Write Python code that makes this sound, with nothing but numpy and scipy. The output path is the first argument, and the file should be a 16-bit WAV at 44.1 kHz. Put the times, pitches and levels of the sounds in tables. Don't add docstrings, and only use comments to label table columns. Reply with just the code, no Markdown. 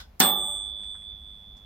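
import sys
import numpy as np
from scipy import signal
from scipy.io import wavfile

SR = 44100
rng = np.random.default_rng(int(sys.argv[2]) if len(sys.argv) > 2 else 0)


def pcm_store(signal):
    levels = np.round(np.clip(np.atleast_2d(signal), -1, 1) * 32767)
    wavfile.write(sys.argv[1], SR, levels.astype(np.int16).T)


N = 72765
TIME = np.arange(N) / SR
STRIKE_S = 0.2003


BELL_PARTIALS_HZ = [3425.7, 3527.9, 8181.3, 13788]
# level_db, t60_s, left_right_db,
# left_lead_rad, twin_split_hz, twin_share (0-1), first_beat_dip_s (after the blow)
BELL_RINGING = [(-30.5, 4.03, -6, 0.059, 0, 0.05, 0), (-26, 3.17, -6, 0.94, 0, 0, 0),
                (-28, 1.344, 1, 1.08, 2.5, 0.9, 0.14), (-24, 0.56, -8.5, -0.8, 5, 0.6, 0.22)]
BELL_SWELL_S = 0.015
BELL_EARLY_DB, BELL_EARLY_T60_S = 2.5, 1
BELL_FLUTTER, FLUTTER_HZ = 0.06, 9
WAVER_FROM_S, WAVER_RISE_S, WAVER_DIP_S = 0.83, 0.1, 1
WAVER_PERIOD_S, WAVER_DEPTH, WAVER_FADE_S = 0.205, 0.79, 0.71

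# start_s, level_db (relative to
# CRACK_DB), left_right_db
HAMMER_CONTACTS = [(0.1957, -15.5, -5), (0.2013, 7, 2.5), (0.2045, -3.5, 3.5), (0.208, -5.5, -1.5)]
# pitch_hz, level_db_per_hz
CRACK_SPECTRUM = [(200, -15), (1000, 2), (3000, -11.5), (7000, 4.5), (10000, -2.5), (14000, 3), (16000, 8)]
CRACK_DB, CRACK_T60_S = -13, 0.02
SIZZLE_HZ, SIZZLE_WIDTH_OCT, SIZZLE_DB, SIZZLE_T60_S, SIZZLE_LEAN_DB = 13640, 0.083, -22, 0.18, -0.5
SNAP_DB, SNAP_LEAN_DB, SNAP_WIDTH_OCT, SNAP_T60_S = -12, -2, 0.08, 0.011

# pitch_hz, level_db (of the main mode), t60_s
CASE_MODES = [(160, -42.5, .6), (192.5, -33, .6), (250, -34, .5), (352.4, -46, 1), (423.4, -39.5, .6),
              (494, -39, 0.54), (589.5, -38.5, 1), (764.3, -31, 0.68), (821, -31, 0.77),
              (858.6, -36.5, 0.98), (1172, -34, 0.8), (1210, -37, 0.47), (1292, -41.5, .7),
              (1772, -31.5, 0.31)]
CASE_SWELL_S, CLUSTER_WIDTH, NEIGHBOUR_DB = 0.0024, 0.01611, -3
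CASE_EAR_SPREAD = 0.49
# pitch_hz, level_db_per_hz
RATTLE_SPECTRUM = [(60, -27), (120, -21), (190, -2), (400, -7), (800, -2), (1500, 0), (2600, -10),
                   (3500, -3), (6000, -9.5), (9500, -18), (12000, -15.5), (14000, -10), (16000, -26.5)]
# pitch_hz, t60_s
RATTLE_DECAY = [(150, 0.5), (700, 0.42), (1500, 0.24), (3000, 0.27), (6000, 0.16), (10000, 0.079),
                (14000, 0.23)]
RATTLE_DB, RATTLE_RISE_S = -15, 0.0032
# pitch_hz, likeness (read values are limited to -1..1)
LEFT_RIGHT_LIKENESS = [(60, 0.5), (150, 3.7), (300, 0.85), (640, .5), (1400, -0.1), (3000, -0.2),
                       (7000, -0.46), (15000, -0.5)]
# pitch_hz, left_right_db
CASE_LEAN = [(200, 1), (700, -3), (1300, 1), (2400, -8), (4400, -3.5), (8000, -2.5), (15000, 0)]

# pitch_hz, level_db_per_hz
KNOCK_SPECTRUM = [(100, -12.5), (600, -8.5), (1500, 2.5), (2500, -8), (3500, 3), (5300, -1.5),
                  (7500, -11.5), (14000, -15)]
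KNOCK_DB, KNOCK_T60_S = -40.5, 0.14
# pitch_hz, level_db
KNOCK_RESONANCES = [(1510, -52.5), (3470, -49.5), (5180, -55)]
KNOCK_RING_WIDTH_OCT, KNOCK_RING_T60_S = 0.05, 0.2

# start_s, level_db, pitch_hz (centre), half_width_octaves, t60_s
FAINT_TICKS = [(.793, -55, 610.3, 0.93, 0.16), (0.8324, -55, 1090, 1.7, 0.15),
               (0.9467, -50.5, 1270, 0.36, 0.12), (1.0186, -54.5, 1976, 0.22, 0.034),
               (1.1158, -63, 2100, 0.34, 0.096), (1.566, -61.5, 5000, 0.54, .15)]

# pitch_hz, level_db_per_hz
TAIL_SPECTRUM = [(80, -19.5), (180, 5.5), (400, 8), (850, 7), (1500, 1), (3000, -26), (7000, -34),
                 (15000, -40)]
TAIL_DB, TAIL_T60_S = -37, 1.165
# pitch_hz, level_db_per_hz
ROOM_SPECTRUM = [(20, -8), (50, 3), (70, 1), (110, -17.5), (190, -11.5), (300, -24.5), (800, -23),
                 (1500, -31.5), (3000, -35), (6000, -42.5), (9000, -54.5), (13000, -39.5), (16000, -48.5)]
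ROOM_DB = -51.5
# pitch_hz, likeness
ROOM_LEFT_RIGHT_LIKENESS = [(60, 0.99), (200, .9), (600, 0.2), (2000, .2), (10000, .1)]
CUTOFF_HZ = 15800


def bell():
    age = TIME - STRIKE_S
    half_each_ear = np.array([[0.5], [-0.5]])
    early = from_db(BELL_EARLY_DB) * decay(STRIKE_S, BELL_EARLY_T60_S, BELL_SWELL_S)
    out = 0
    for k, (hz, ringing) in enumerate(zip(BELL_PARTIALS_HZ, BELL_RINGING)):
        db, t60, lean_db, lead, split, twin, dip_s = ringing
        beat = 1 - twin * np.exp(2j * np.pi * split * (age - dip_s))
        flutter = 1 + BELL_FLUTTER * (drift(FLUTTER_HZ) + 1j * drift(FLUTTER_HZ))
        turning = np.exp(2j * np.pi * hz * age + 1j * lead * half_each_ear)
        tone = np.imag(beat * flutter * turning)
        level = decay(STRIKE_S, t60, BELL_SWELL_S) * (1 + early)
        if k == 1:
            level = level * waver()
        out = out + from_db(db) * pan(lean_db) * level * tone
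    return out


def waver():
    age = np.maximum(TIME - WAVER_FROM_S, 0)
    depth = WAVER_DEPTH * np.minimum(age / WAVER_RISE_S, 1) * np.exp(-age / WAVER_FADE_S)
    return 1 - depth * np.cos(2 * np.pi * (TIME - WAVER_DIP_S) / WAVER_PERIOD_S)


def hammer():
    cracks = 0
    for start, db, lean_db in HAMMER_CONTACTS:
        cracks = cracks + from_db(db) * pan(lean_db) * decay(start, CRACK_T60_S, rise=0.0002)
    cracks = from_db(CRACK_DB) * cracks * noise(CRACK_SPECTRUM, LEFT_RIGHT_LIKENESS)
    sizzle = burst(STRIKE_S, SIZZLE_HZ, SIZZLE_WIDTH_OCT, SIZZLE_T60_S, rise=0.0011)
    sizzle = from_db(SIZZLE_DB) * pan(SIZZLE_LEAN_DB) * sizzle
    snap = burst(STRIKE_S, SIZZLE_HZ, SNAP_WIDTH_OCT, SNAP_T60_S, rise=0.0006)
    snap = from_db(SNAP_DB) * pan(SNAP_LEAN_DB) * snap
    return cracks + sizzle + snap


def case():
    def rattle_envelope(hz):
        return pan(at_hz(CASE_LEAN, hz)) * decay(STRIKE_S, at_hz(RATTLE_DECAY, hz), RATTLE_RISE_S)

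    out = from_db(RATTLE_DB) * noise(RATTLE_SPECTRUM, LEFT_RIGHT_LIKENESS, rattle_envelope)
    for hz, db, t60 in CASE_MODES:
        level = from_db(db) * pan(at_hz(CASE_LEAN, hz)) * decay(STRIKE_S, t60, CASE_SWELL_S)
        out = out + level * cluster(hz)
    return out


def cluster(hz, count=4):
    detune, turn, skew = rng.uniform(-1.005, 1, (3, count, 1, 1))
    neighbour = (np.arange(count) > 0)[:, None, None]
    likeness = np.clip(at_hz(LEFT_RIGHT_LIKENESS, hz), -1, 1)
    apart = CASE_EAR_SPREAD * np.arccos(likeness) * skew * np.array([[1], [-1]])
    pitch_hz = hz * (1 + CLUSTER_WIDTH * detune * neighbour)
    phase = 2 * np.pi * pitch_hz * TIME + np.pi * turn + apart
    return np.sum(from_db(NEIGHBOUR_DB * neighbour) * np.sin(phase), axis=0)


def earlier_knock():
    rings = 0
    for hz, db in KNOCK_RESONANCES:
        rings = rings + from_db(db) * burst(0, hz, KNOCK_RING_WIDTH_OCT, KNOCK_RING_T60_S, rise=0.0013)
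    thud = decay(0, KNOCK_T60_S, rise=0.00095) * noise(KNOCK_SPECTRUM, LEFT_RIGHT_LIKENESS)
    return rings + from_db(KNOCK_DB) * thud


def ticks():
    out = 0
    for start, db, hz, width_oct, t60 in FAINT_TICKS:
        out = out + from_db(db) * burst(start, hz, width_oct, t60, rise=0.0004)
    return out


def workshop():
    tail = decay(STRIKE_S, TAIL_T60_S, rise=0.02) * noise(TAIL_SPECTRUM, LEFT_RIGHT_LIKENESS)
    rumble = noise(ROOM_SPECTRUM, ROOM_LEFT_RIGHT_LIKENESS)
    return from_db(ROOM_DB) * rumble + from_db(TAIL_DB) * tail


def from_db(db):
    return 10 ** (np.asarray(db) / 20)


def at_hz(points, hz):
    table_hz, values = np.transpose(points)
    return np.interp(np.log(hz), np.log(table_hz), values)


def pan(db):
    return from_db(np.array([[db], [-db]]) / 2)


def decay(start, t60, rise):
    age = np.maximum(TIME - start, 0)
    return (1 - np.exp(-age / rise)) * from_db(-60 * age / t60)


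def noise(spectrum, likeness, envelope=lambda hz: 1):
    edges = np.geomspace(18, 17000, 31)
    centres = np.sqrt(edges[1:] * edges[:-1])
    gains = from_db(at_hz(spectrum, centres))
    gains = gains / np.sqrt(np.sum(gains ** 2 * np.diff(edges)) * 2 / SR)
    white = rng.standard_normal((2, 2, N + SR // 4))
    out = 0
    for k, hz in enumerate(centres):
        band = signal.butter(2, edges[k:k + 2], "band", fs=SR, output="sos")
        mid, side = signal.sosfilt(band, white[k % 2])[:, -N:]
        alike = np.clip(at_hz(likeness, hz), -1, 1)
        shared = np.sqrt((1 + alike) / 2) * mid
        opposed = np.sqrt((1 - alike) / 2) * side * [[1], [-1]]
        out = out + gains[k] * envelope(hz) * (shared + opposed)
    return out


def burst(start, hz, width_oct, t60, rise):
    edges = np.minimum(hz * 2 ** (width_oct * np.array([-1, 1])), SR / 2 - 1)
    band = signal.butter(2, edges, "band", fs=SR, output="sos")
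    hiss = signal.sosfilt(band, rng.standard_normal((2, N + SR // 4)))[:, -N:]
    return decay(start, t60, rise) * hiss / hiss.std()


def drift(hz):
    low_pass = signal.butter(2, hz, fs=SR, output="sos")
    slow = signal.sosfilt(low_pass, rng.standard_normal((2, N + SR // 2)))[:, -N:]
    return slow / slow.std()


def scene():
    return bell() + hammer() + case() + earlier_knock() + ticks() + workshop()


def record(dry):
    low_pass = signal.ellip(10, 0.1, 80, CUTOFF_HZ, fs=SR, output="sos")
    return signal.sosfilt(low_pass, dry)


dry = scene()
out = record(dry)
pcm_store(out)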